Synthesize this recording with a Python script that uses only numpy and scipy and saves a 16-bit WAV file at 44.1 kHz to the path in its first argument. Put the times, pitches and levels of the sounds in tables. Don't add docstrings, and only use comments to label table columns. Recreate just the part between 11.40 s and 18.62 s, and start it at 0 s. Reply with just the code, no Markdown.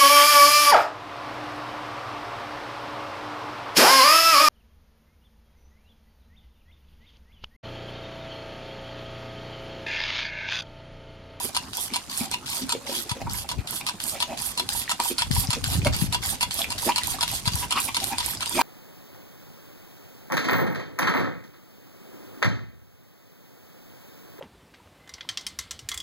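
import sys
import numpy as np
from scipy import signal
from scipy.fft import rfft, irfft, next_fast_len
from scipy.io import wavfile
from scipy.ndimage import uniform_filter1d, map_coordinates

SR = 44100
rng = np.random.default_rng(int(sys.argv[2]) if len(sys.argv) > 2 else 0)


def bounce(signal):
    frames = np.transpose(np.atleast_2d(signal))
    limited = np.clip(frames, -1, 1)
    pcm = np.round(limited * 32767).astype(np.int16)
    wavfile.write(sys.argv[1], SR, pcm)


N = 318402
TIME = np.arange(N) / SR
SIZE = next_fast_len(N + SR)
HZ = np.fft.rfftfreq(SIZE, 1 / SR)

# (start [s], relative hiss level from pressure [dB], relative trigger click level [dB],
# relative nozzle spit level [dB], delay of the valve's glug [s], glug level [dB])
SQUEEZES = [(-0.04, 1, -16, -28, 0.044, -25.5), (0.333, -1.5, -14, -11, 0.048, -26),
            (0.698, -2.5, -12, -18, .047, -43), (1.062, -3.5, -17, -13, 0.067, -36),
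            (1.467, -3, -20, -29, .052, -31), (1.897, -3.5, -16, -7, .05, -33),
            (2.274, -1.5, -11.5, -9, 0.053, -30.5), (2.602, 1, -10.5, -6, 0.066, -42),
            (2.975, 1, -12, -24, 0.037, -33), (3.29, 1, -4.5, -16, 0.06, -26.5),
            (3.6, 3, -2.5, -11, .056, -23.5), (3.913, 4, -6.5, -8, 0.051, -22),
            (4.241, -2.5, -2, -9, 0.06, -35), (4.527, -1.5, -26, -10, 0.032, -38),
            (4.82, 2, -19, -12, 0.036, -35), (5.109, -0.5, -8, -7, .04, -38),
            (5.381, 2.5, -9, -10, .047, -26.5), (5.634, 1, -5, -8, 0.043, -26.5),
            (5.879, -1, -7, -12, 0.055, -32), (6.12, -1, -21, -8, 0.042, -28),
            (6.363, 2, -24, -8, 0.042, -35), (6.602, -1, -13, -5, 0.036, -37),
            (6.827, 0, -21, -8, 0.054, -28), (7.059, -2, -7, -4.5, 0.052, -29)]
# (start [s], travel time [s], relative opening click level [dB],
# relative closing clack level [dB])
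RETURNS = [(0.148, 0.018, -21.5, -19), (0.537, 0.023, -19, -19.5), (0.914, 0.025, -24.5, -22),
           (1.293, 0.03, -17.5, -19.5), (1.694, 0.021, -23, -23), (2.09, 0.025, -20.5, -24),
           (2.466, 0.022, -19, -21.5), (2.803, 0.022, -18, -19.5), (3.176, 0.021, -18, -20.5),
           (3.494, 0.021, -17, -18), (3.785, 0.035, -17.5, -18), (4.105, 0.026, -16, -21),
           (4.448, 0.021, -20, -21), (4.726, 0.02, -17, -18), (5.009, 0.019, -17.5, -16.5),
           (5.304, 0.016, -19.5, -24), (5.56, 0.021, -16, -19), (5.809, 0.02, -17, -18),
           (6.056, 0.021, -21, -18.5), (6.308, 0.016, -17, -19), (6.546, 0.022, -17.5, -20),
           (6.783, 0.021, -17, -22.5), (7.007, 0.018, -21, -23)]
# (frequency [Hz], relative level [dB])
CONTACT_SPECTRUM = [(300, -30), (900, -1.5), (2000, 1), (3500, 7), (4400, 7), (6000, -4.5), (9500, 7),
                    (14000, -7.5)]
# (frequency [Hz], correlation [0-1])
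TOY_CORRELATION = [(900, 0.82), (3300, 0.49), (5000, 0), (7500, 0)]
CLICK_LIFE_S = .0012


def amp(db):
    return 10 ** (np.asarray(db) / 20)


def unit(x):
    return x / np.sqrt(np.mean(x ** 2) + 1e-20)


def along(points, hz):
    f, v = np.transpose(points)
    return np.interp(np.log(hz + 1), np.log(f + 1), v)


def curve(rows):
    s, values = np.transpose(rows)
    return np.interp(TIME, s, values)


def wobble(rate, reach=2):
    knots = rng.standard_normal(int(N * rate / SR) + 4)
    return np.clip(map_coordinates(knots, [TIME * rate], order=2), -reach, reach)


def add(track, s, sound):
    part = track[..., max(0, round(s * SR)):][..., :sound.shape[-1]]
    part += sound[..., :part.shape[-1]]


def body(spectrum):
    cepstrum = irfft(np.log(unit(amp(along(spectrum, HZ)))), SIZE)
    cepstrum[1:SIZE // 2] *= 2
    cepstrum[SIZE // 2 + 1:] = 0
    return np.exp(rfft(cepstrum))


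def patchy(x, depth_db):
    z = signal.stft(x, nperseg=512)[2]
    field = uniform_filter1d(rng.standard_normal(z.shape[1:]), size=3, axis=0)
    field = uniform_filter1d(field, size=7, axis=1)
    coloured = signal.istft(z * amp(depth_db * unit(field)), nperseg=512)[1]
    return unit(coloured[:, :N])


def rush(level, spectrum, alike, grain_db, grain_rate, patchy_db):
    grain = unit(amp(grain_db * wobble(grain_rate)))
    drive = level * grain * patchy(rng.standard_normal((2, N)), patchy_db)
    turn = np.arccos(np.clip(along(alike, HZ), 0, 1)) / 2
    shaped = rfft(drive, SIZE) * body(spectrum) * [np.cos(turn), np.sin(turn)]
    mid, side = irfft(shaped, SIZE)[:, :N]
    return np.array([mid + side, mid - side])


def blows(rows, life):
    attack_s = .0005
    level, t = np.zeros(N), np.arange(SR // 10) / SR
    for s, db in rows:
        add(level, s, amp(db) * np.exp(-t / life) * (1 - np.exp(-t / attack_s)))
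    return level


def plop(hz, cycles, glide, attack_cycles):
    turns = hz * np.arange(SR // 8) / SR
    shape = np.exp(-turns / cycles) * (1 - np.exp(-turns / attack_cycles)) ** 2
    pitch = hz * (1 + glide * np.tanh(turns / cycles - 1))
    return shape / shape.max() * np.sin(2 * np.pi * np.cumsum(pitch) / SR)


def cavity(x, hz, q):
    b, a = signal.iirpeak(min(hz, SR / 3), max(q, .7), SR)
    return signal.lfilter(b, a, x) / np.sqrt(b[0])


def moving_cavity(x, hz, q):
    turn = np.exp(2j * np.pi * np.cumsum(hz) / SR)
    pole = np.exp(-np.pi * hz.mean() / (q * SR))
    return (turn * signal.lfilter([1], [1, -pole], x / turn)).real


def droplets(level, hz, cycles, count):
    start = rng.integers(0, N, count)
    pitch, size, place = rng.standard_normal((3, count, 1))
    n = np.arange(SR // 200)
    turns = np.minimum(hz * np.exp(.45 * pitch), SR / 3) * n / SR
    rings = amp(1.74 * np.minimum(size, 2)) * np.exp(-turns / cycles) * np.sin(2 * np.pi * turns)
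    index = (start[:, None] + n).ravel()
    channels = [np.bincount(index, (rings * amp(side * place)).ravel(), N)[:N] for side in (-3, 3)]
    return level * unit(np.array(channels))


def plastic(rows, tilt_db, damping):
    # (frequency [Hz], relative level [dB], t60 at damping 1 [s])
    modes = [(920, -9, 0.029), (1556, -1.5, 0.026), (2793, 5.5, 0.055), (3416, 6.5, 0.049),
             (4290, -1, 0.023), (5050, -2, 0.041), (5270, 2.5, 0.021), (7030, -3.5, 0.024),
             (10200, -8, 0.0067), (9500, 15, 0.0052)]
    out, t = np.zeros(N), np.arange(SR // 16) / SR
    hz, db, t60 = np.transpose(modes)[:, :, None]
    for s, blow_db in rows:
        strength, detune, phase = rng.standard_normal((3, len(modes), 1))
        gain = amp(db + 6.1 * strength + tilt_db * np.log2(hz / 3000))
        decay = amp(-60 * damping * t / t60)
        tones = np.sin(2 * np.pi * (hz * (1 + 0.017 * detune) * t + phase))
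        ring = (gain / np.linalg.norm(gain) * decay * tones).sum(0)
        add(out, s, amp(blow_db) * ring * (1 - np.exp(-t / 0.00027)))
    return out


def squeezes():
    # (frequency [Hz], relative level [dB])
    jet_spectrum = [(300, -10), (520, -18.5), (750, 5), (950, 6), (1300, 3.5), (2400, -0.5), (3400, 11),
                    (3900, 4.5), (4700, 9), (5800, 5.5), (7500, 7.5), (10000, -3)]
    # (frequency [Hz], relative level [dB])
    sizzle_spectrum = [(4000, -56), (7000, -8), (8700, 1), (9800, 1.5), (10900, -6), (11700, 4),
                       (13000, -4.5), (14400, -8), (14900, -37), (15700, -6)]
    # (time [s], relative level [dB])
    jet_level = [(0, -41.5), (1.3, -38), (2.8, -42.5), (3.7, -35.5), (4.8, -35.5), (5.8, -37.5), (7.2, -38)]
    hold_s = 0.072
    spit_s, crest_s = 0.037, 0.09
    fastest_rise_s = 0.0052
    fall_s, tail_s = 0.02, 0.021
    nozzle_hz = 9940

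    jet, sizzle, glugs = np.zeros((3, N))
    let_go = [s for s, *_ in RETURNS] + [N / SR + hold_s]
    for (s, pressure_db, click_db, _, delay, glug_db), end in zip(SQUEEZES, let_go):
        length = max(end - hold_s - s, .1)
        crest = min(crest_s, length - fall_s - .002)
        rise = min(fastest_rise_s * amp(-click_db / 2), spit_s)
        knots = s + np.array([-.003, rise, spit_s, crest, length - fall_s, length + fall_s, length + tail_s])
        jet += amp(np.interp(TIME, knots, [0, 4, 2.0, 3.5, 1.1, -2, -53], -120, -120))
        sizzle_db = np.interp(TIME, knots, [-30, -10, -9.5, 0.8, -3, -12, -42], -120, -120)
        sizzle += amp(-26 + pressure_db + sizzle_db)
        glug = plop(950 * np.exp(rng.normal(0, 0.033)), cycles=3.3, glide=0.063, attack_cycles=0.66)
        add(glugs, s + delay, amp(glug_db) * glug)
    jet *= amp(curve(jet_level) + wobble(16))

    wandering_hz = nozzle_hz * np.exp(0.091 * wobble(13))
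    nozzle = amp(-4.5) * sizzle * unit(moving_cavity(rng.standard_normal(N), wandering_hz, q=19))
    spits = [(s + spit_s + rng.normal(0, 0.0022), db) for s, _, _, db, *_ in SQUEEZES]
    sizzle += blows(spits, CLICK_LIFE_S)

    water = rush(jet * amp(1.44 * wobble(70)), jet_spectrum, TOY_CORRELATION,
                 grain_db=3.5, grain_rate=450, patchy_db=4)
    mist = rush(sizzle * amp(-1.26 + 1.1 * wobble(110)), sizzle_spectrum, TOY_CORRELATION,
                grain_db=4.0, grain_rate=1200, patchy_db=1.0)
    spatter = droplets(amp(-5) * jet, hz=4300, cycles=5, count=3200)
    spatter += droplets(amp(-14.5) * sizzle, hz=9400, cycles=2.7, count=1800)

    trigger = [(s, db) for s, _, db, *_ in SQUEEZES]
    clicks = rush(amp(-5) * blows(trigger, CLICK_LIFE_S), CONTACT_SPECTRUM, TOY_CORRELATION,
                  grain_db=1.5, grain_rate=1400, patchy_db=2.5)
    ring = amp(-14.0) * plastic(trigger, tilt_db=7, damping=2.7)
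    return water + mist + nozzle + spatter + clicks + ring + glugs


def outdoors():
    # (time [s], relative level [dB])
    wetness = [(0, -38), (0.6, -36), (1.0, -39.5), (1.4, -37), (1.8, -39.5), (2.25, -44), (2.7, -36),
               (3.4, -36.5), (3.75, -36), (4.2, -34), (4.7, -39), (5.1, -37), (5.7, -31.5), (6.3, -36),
               (6.7, -32), (7.2, -36.5)]
    # (frequency [Hz], relative level [dB])
    patter_spectrum = [(500, -8.5), (1500, -6.5), (3200, -2.5), (4500, -1.5), (6500, -1), (9500, 0.5),
                       (14000, -9.5)]
    # (frequency [Hz], relative level [dB])
    hum_spectrum = [(20, -17), (45, -3.5), (110, -1.5), (250, -1), (450, -10), (850, -5), (1500, -13.5),
                    (4000, -31)]
    flight_s, landing_db = 0.22, 4
    landing = sum(np.exp(-((TIME - s - flight_s) / 0.065) ** 2) for s, *_ in SQUEEZES)
    level = amp(curve(wetness) + landing_db * landing)
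    patter = rush(level, patter_spectrum, [(1000, 0.034)], grain_db=3, grain_rate=800, patchy_db=2.5)
    drops = droplets(amp(-18) * level, hz=3600, cycles=3, count=1500)
    hum = rush(amp(-46), hum_spectrum, [(200, 1.0), (1500, 0.39)],
               grain_db=3, grain_rate=64, patchy_db=3.5)
    return amp(-9.0) * patter + drops + hum


def breeze():
    # (crest [s], relative rumble level [dB], rise time constant [s], fall time constant [s])
    gusts = [(1.87, -27.5, 0.038, 0.092), (2.18, -28, 0.037, 0.021), (3.34, -35.5, 0.029, 0.052),
             (3.96, -23.5, 0.058, 0.064), (4.39, -23, 0.14, 0.33), (5.3, -36.5, 0.056, 0.24),
             (5.73, -38, 0.12, 0.79), (6.12, -35, 0.1, 0.17), (6.85, -42, 0.35, 0.58)]
    # (time [s], relative peak level [dB], central frequency [Hz], left over right [dB])
    puffs = [(1.718, -22.5, 132, 21), (2.188, -20, 112, 22), (3.91, -15.5, 164, 30), (3.98, -16.5, 90, 28),
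             (4.09, -16, 131, 11), (4.273, -22.5, 112, 16), (4.319, -28, 106, -4), (4.388, -15, 124, -7),
             (4.437, -18, 126, 3), (4.472, -16.5, 116, -5), (4.624, -12.5, 156, 24),
             (4.642, -18.5, 182, 16), (6.076, -17.5, 127, 22), (6.145, -20.5, 101, 30)]
    # (frequency [Hz], relative level [dB])
    rumble_spectrum = [(20, -22), (50, -1.5), (110, -1.5), (200, -12), (400, -25.5), (1000, -58.5)]
    calm_db = -52.5
    swells = [amp(db) * np.exp(np.minimum((TIME - s) / rise, (s - TIME) / fall))
              for s, db, rise, fall in gusts]
    strength = np.maximum(amp(calm_db), np.max(swells, axis=0))
    wind = rush(strength, rumble_spectrum, [(100, 0.18)], grain_db=3.0, grain_rate=130, patchy_db=2.5)
    bumps = np.zeros((2, N))
    for s, db, hz, left_db in puffs:
        share = amp([[left_db], [0]])
        bump = plop(hz, cycles=.7, glide=-.2, attack_cycles=.4)
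        add(bumps, s - .003, amp(db) * share / share.mean() * bump)
    return wind * amp([[.8], [-2.7]]) + bumps


def crackle(per_s, noise_share):
    chance, sign = rng.random(N), rng.choice([-1, 1], N)
    bursts = unit(sign * (chance < per_s / SR))
    return np.sqrt(1 - noise_share) * bursts + np.sqrt(noise_share) * rng.standard_normal(N)


def jaws():
    # (time [s], relative clap level [dB], mouth cavity frequency [Hz],
    # its decay time [s], relative slosh level [dB], slosh length scale [s], climb in pitch [octaves],
    # relative spray level [dB])
    claps = [(0.049, -23, 395, 0.0049, -40, 0.018, 0, -49),
             (0.525, -27.5, 272, 0.0032, -47, 0.013, 0.028, -51),
             (0.81, -16.5, 209, 0.0044, -54, 0.01, 0.13, -36), (1.22, -24, 236, .004, -52, 0.021, 0, -56),
             (1.235, -21, 232, 0.0042, -56, 0.033, 0.16, -60),
             (1.351, -17, 466, 0.0035, -43.5, 0.028, 0.57, -45),
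             (1.495, -21.5, 537, .003, -47, 0.11, 0.033, -48),
             (1.523, -26, 312, 0.0036, -48.5, 0.034, 0, -51),
             (1.768, -26, 496, 0.0025, -43, 0.022, 0.06, -47.5),
             (1.817, -21, 730, .003, -39, 0.018, 0.05, -39.5),
             (1.873, -25.5, 920, 0.0033, -36, 0.011, 0, -62),
             (2.046, -28.5, 786, 0.0037, -52, 0.0065, 0.19, -70),
             (2.196, -33, 242, .003, -48, 0.033, 0.21, -46),
             (2.759, -29, 670, 0.0028, -38.5, 0.035, 0.13, -37),
             (2.921, -26, 696, 0.0026, -35, 0.05, 0, -43),
             (3.602, -12.5, 980, 0.0022, -26, 0.009, 0.16, -50),
             (3.714, -21, 367, .003, -36, 0.012, 0.7, -37),
             (4.173, -26.5, 490, 0.0022, -37, 0.014, 0.47, -51),
             (4.466, -13.5, 640, .002, -24, 0.014, 0.47, -26.5),
             (5.494, -6.5, 954, 0.0036, -26.5, 0.036, 1.1, -31.5),
             (6.377, -9, 1113, 0.0018, -29, 0.04, 0.08, -29.5),
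             (7.168, -16.5, 336, 0.0016, -40, 0.042, 0.22, -33),
             (7.193, -9, 920, .0016, -28, 0.033, 0.87, -29.5),
             (7.214, -9, 960, .0018, -26, 0.013, 0.073, -28)]
    # (middle [s], relative level [dB], mouth cavity frequency [Hz], length scale [s])
    slurps = [(0.096, -41.5, 690, 0.015), (0.837, -41.5, 740, 0.062), (1.589, -49, 304, 0.046),
              (2.412, -35.5, 930, 0.0048), (3.232, -48.5, 345, 0.044), (4.045, -37, 794, 0.017),
              (4.141, -40, 1300, 0.027), (4.334, -39, 760, 0.024), (4.491, -42, 603, 0.012),
              (4.94, -41, 765, 0.031), (5.206, -34.5, 680, 0.023), (5.476, -30.5, 333, 0.013),
              (5.752, -40, 724, 0.021), (5.936, -37.5, 711, 0.011), (6.234, -36.5, 955, 0.026),
              (6.489, -33, 906, 0.019), (6.63, -36.5, 704, 0.019), (6.729, -34, 830, 0.033)]
    # (frequency [Hz], relative level [dB])
    spray_spectrum = [(900, -18), (1700, -6), (2500, -3), (3300, -12), (5000, -4), (12000, -8.5)]
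    # (frequency [Hz], correlation [0-1])
    spray_correlation = [(300, 0.55), (1200, 0.66), (3000, 1), (9000, 0.16)]
    lips_hz = 2504
    throat_hz = 270
    closing_s, spray_lag_s = 0.023, 0.001
    relaxed_hz, spray_db_per_octave = 756, 13

    mouth, spray = np.zeros(N), np.zeros(N)
    for s, db, hz, ring, *_ in claps:
        hollow = plop(hz, cycles=hz * ring, glide=0.085, attack_cycles=0.27)
        add(mouth, s - .001, amp(db - 4.0) * hollow)
        gap = plop(lips_hz * np.exp(rng.normal(0, 0.079)), cycles=7.0, glide=0.027, attack_cycles=0.38)
        add(mouth, s - .001, amp(db - 11.5) * (hz / 1000) ** 2 * gap)

    bubbles = crackle(per_s=420, noise_share=.15)
    sloshes = [(s, db, hz, length, climb, wet_db) for s, _, hz, _, db, length, climb, wet_db in claps]
    for s, db, hz, length in slurps:
        wet_db = db - 3.5 + spray_db_per_octave * np.log2(hz / relaxed_hz)
        sloshes.append((s, db, hz, length, 0, wet_db))
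    for s, db, hz, length, climb, wet_db in sloshes:
        ends = [int((s - 2 * length) * SR), int((s + 2 * length) * SR)]
        span = slice(*np.clip(ends, 0, [N - 1, N]))
        t = TIME[span] - s
        swell = np.exp(-(t / (0.76 * length * np.where(t < 0, 1, 0.7))) ** 2)
        pitch = hz * 2 ** (climb * np.clip(t / closing_s, -1, 0))
        hollow = unit(moving_cavity(moving_cavity(bubbles[span], pitch, q=7), pitch, q=1.3))
        throat = unit(cavity(cavity(bubbles[span], throat_hz, q=3.3), throat_hz, q=0.98))
        throat_gain = amp(-7) * (700 / hz) ** 1.53
        mouth[span] += amp(db + 1.0) * swell * (hollow + throat_gain * throat)
        spray[span] += amp(wet_db) * np.exp(-((t - spray_lag_s) / (0.64 * length)) ** 2)

    cracks = [(s, db + 20 * np.log10(hz / 900)) for s, db, hz, *_ in claps]
    crack = amp(-17) * blows(cracks, CLICK_LIFE_S)
    splash = rush(amp(-4) * spray + crack, spray_spectrum, spray_correlation,
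                  grain_db=4.5, grain_rate=430, patchy_db=5.0)
    lip_bubbles = cavity(crackle(per_s=450, noise_share=.1), lips_hz, q=2)
    lips = unit(moving_cavity(lip_bubbles, lips_hz * np.exp(.06 * wobble(25)), q=16))
    drops = droplets(amp(-3.5) * spray, hz=3060, cycles=4.8, count=2500)
    return mouth + splash + amp(-6) * spray * lips + drops


def lead_ins(rows, rise):
    level, t = np.zeros(N), np.arange(SR // 20) / SR
    for s, db in rows:
        add(level, s - t[-1], amp(db) * np.exp(-t[::-1] / rise))
    return level


def releases():
    # (frequency [Hz], relative level [dB])
    pump_spectrum = [(150, -34), (450, -39), (700, 0), (980, -16.5), (1250, 3.5), (1650, -6.5),
                     (2200, -0.5), (3400, 1.5), (3750, -2.5), (4250, 1.5), (5900, -4), (9900, -1),
                     (12500, -8.5), (14400, -22.5)]
    valve_lag_s, bounce_s = 0.0031, 0.0045
    suction_db = -13
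    suction, whistle = np.zeros(N), np.zeros(N)
    for s, travel, _, db in RETURNS:
        t = np.arange(int(travel * SR)) / SR
        draw = amp(db + suction_db) * (1 - np.exp(-t / 0.00073)) * np.sqrt(1 - t / travel)
        add(suction, s + valve_lag_s, draw)
        tone = unit(cavity(rng.standard_normal(len(t)), hz=4250, q=41))
        add(whistle, s + valve_lag_s, draw * tone)

    clicks = [(s, db) for s, _, db, _ in RETURNS]
    clacks = [(s + travel - .001, db) for s, travel, _, db in RETURNS]
    bounces = [(s + bounce_s * rng.uniform(0.611, 1.7), db + 0.5) for s, db in clacks]
    slips = [(s + travel * (way + rng.normal(0, 0.105)), db - 4)
             for s, travel, _, db in RETURNS for way in (.32, .8)]
    strikes = amp(7.5) * blows(clicks, CLICK_LIFE_S) + amp(5.5) * blows(slips + bounces, CLICK_LIFE_S)
    sharp = rush(strikes, CONTACT_SPECTRUM, TOY_CORRELATION, grain_db=1.5, grain_rate=1500, patchy_db=2.5)
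    ring = amp(6) * plastic(clicks, tilt_db=9, damping=1.3)
    ring += amp(5.5) * plastic(clacks + bounces, tilt_db=-1.5, damping=2.26)

    scrape = amp(-13) * lead_ins(clicks, rise=0.003)
    pump_level = amp(5.5) * suction + amp(-1.0) * blows(clacks, life=0.0079) + scrape
    rattle = rush(pump_level, pump_spectrum, TOY_CORRELATION, grain_db=0.5, grain_rate=770, patchy_db=5.0)

    chamber = np.zeros(N)
    for contacts, share_db in (clicks, -10), (clacks, -3):
        for s, db in contacts:
            hz = 975 * np.exp(rng.normal(0, 0.029))
            thump = plop(hz, cycles=5.7, glide=0.0067, attack_cycles=0.34)
            add(chamber, s + 0.00089, amp(db + share_db) * thump)
    return sharp + rattle + ring + whistle + chamber


def wet_clicks():
    # (time [s], relative peak level [dB], pocket frequency [Hz], fizz decay time [s])
    films = [(0.236, -24, 4580, 0.0047), (0.504, -24, 2400, 0.0015), (0.776, -1.5, 9130, 0.0078),
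             (0.915, -4, 8500, .001), (1.13, -13, 9750, .0007), (1.264, -21, 10500, .001),
             (1.624, -4, 11700, 0.00071), (2.991, -15, 4830, 0.0022), (3.021, -2.5, 9400, 0.002),
             (3.338, -4, 9000, 0.00069), (3.479, -14, 1930, 0.0022), (3.783, -0.5, 4330, 0.0011),
             (4.072, -10.5, 5430, 0.0019), (4.152, -11.5, 5550, 0.0015), (4.418, -17.5, 2520, 0.0033),
             (4.832, -16.5, 2170, 0.00082), (5.218, -3.5, 3440, 0.0023), (5.244, -7.5, 2330, 0.0015),
             (5.521, -9.5, 3070, 0.0035), (5.619, -16.5, 1920, 0.002), (5.787, -18, 1180, 0.0023),
             (5.903, -16, 2600, .001), (6.973, -14, 5000, 0.0033)]
    out, t = np.zeros((2, N)), np.arange(SR // 30) / SR
    for s, db, hz, life in films:
        fizz = .13 * rng.standard_normal((2, len(t))) * np.exp(-t / life)
        burst = (t == 0) + fizz
        tick = cavity(cavity(burst, hz, q=10), hz, q=.7)
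        add(out, s - .0005, amp(db - 8.5) * tick / np.abs(tick).max(axis=1, keepdims=True))
    return out


def ports(x, lead_ms):
    shift = np.exp(np.outer([1, -1], 1j * np.pi * HZ * lead_ms / 1000))
    return irfft(rfft(x, SIZE) * shift, SIZE)[:, :N]


def patio(x):
    # (frequency [Hz], t60 [s])
    decay_times = [(200, 0.18), (1000, 0.11), (3000, 0.15), (10000, 0.075)]
    hz, t, z = signal.stft(rng.standard_normal((2, SR // 3)), SR, nperseg=256)
    t60 = np.maximum(along(decay_times, hz), .02)[:, None]
    tail = signal.istft(z * amp(-60 * t / t60), SR, nperseg=256)[1]
    tail = np.pad(tail / np.linalg.norm(tail[0]), ((0, 0), (SR // 200, 0)))
    return signal.fftconvolve(x, tail, axes=1)[:, :N]


def scene():
    toy = ports(squeezes() + releases(), lead_ms=.18)
    weather = outdoors() + breeze()
    dog = jaws() + wet_clicks()
    wall = np.zeros((2, N))
    add(wall, .0088, amp(-18) * dog)
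    return toy + dog + wall + patio(amp(-9) * toy + amp(-6) * dog) + weather


def record(dry):
    # (frequency [Hz], gain [dB])
    left_shading = [(3000, -1), (4500, 3), (6500, -2), (7600, -5), (9000, -14), (11000, -17),
                    (14000, -13.5)]
    # (frequency [Hz], gain [dB])
    treble = [(14400, 0.5), (14900, -28), (15700, -12)]
    top_hz = 15900
    shading = np.array([amp(along(left_shading, HZ)), np.ones(len(HZ))])
    colour = shading * amp(along(treble, HZ)) * (HZ < top_hz)
    return irfft(rfft(dry, SIZE) * colour, SIZE)[:, :N]


dry = scene()
out = record(dry)
bounce(out)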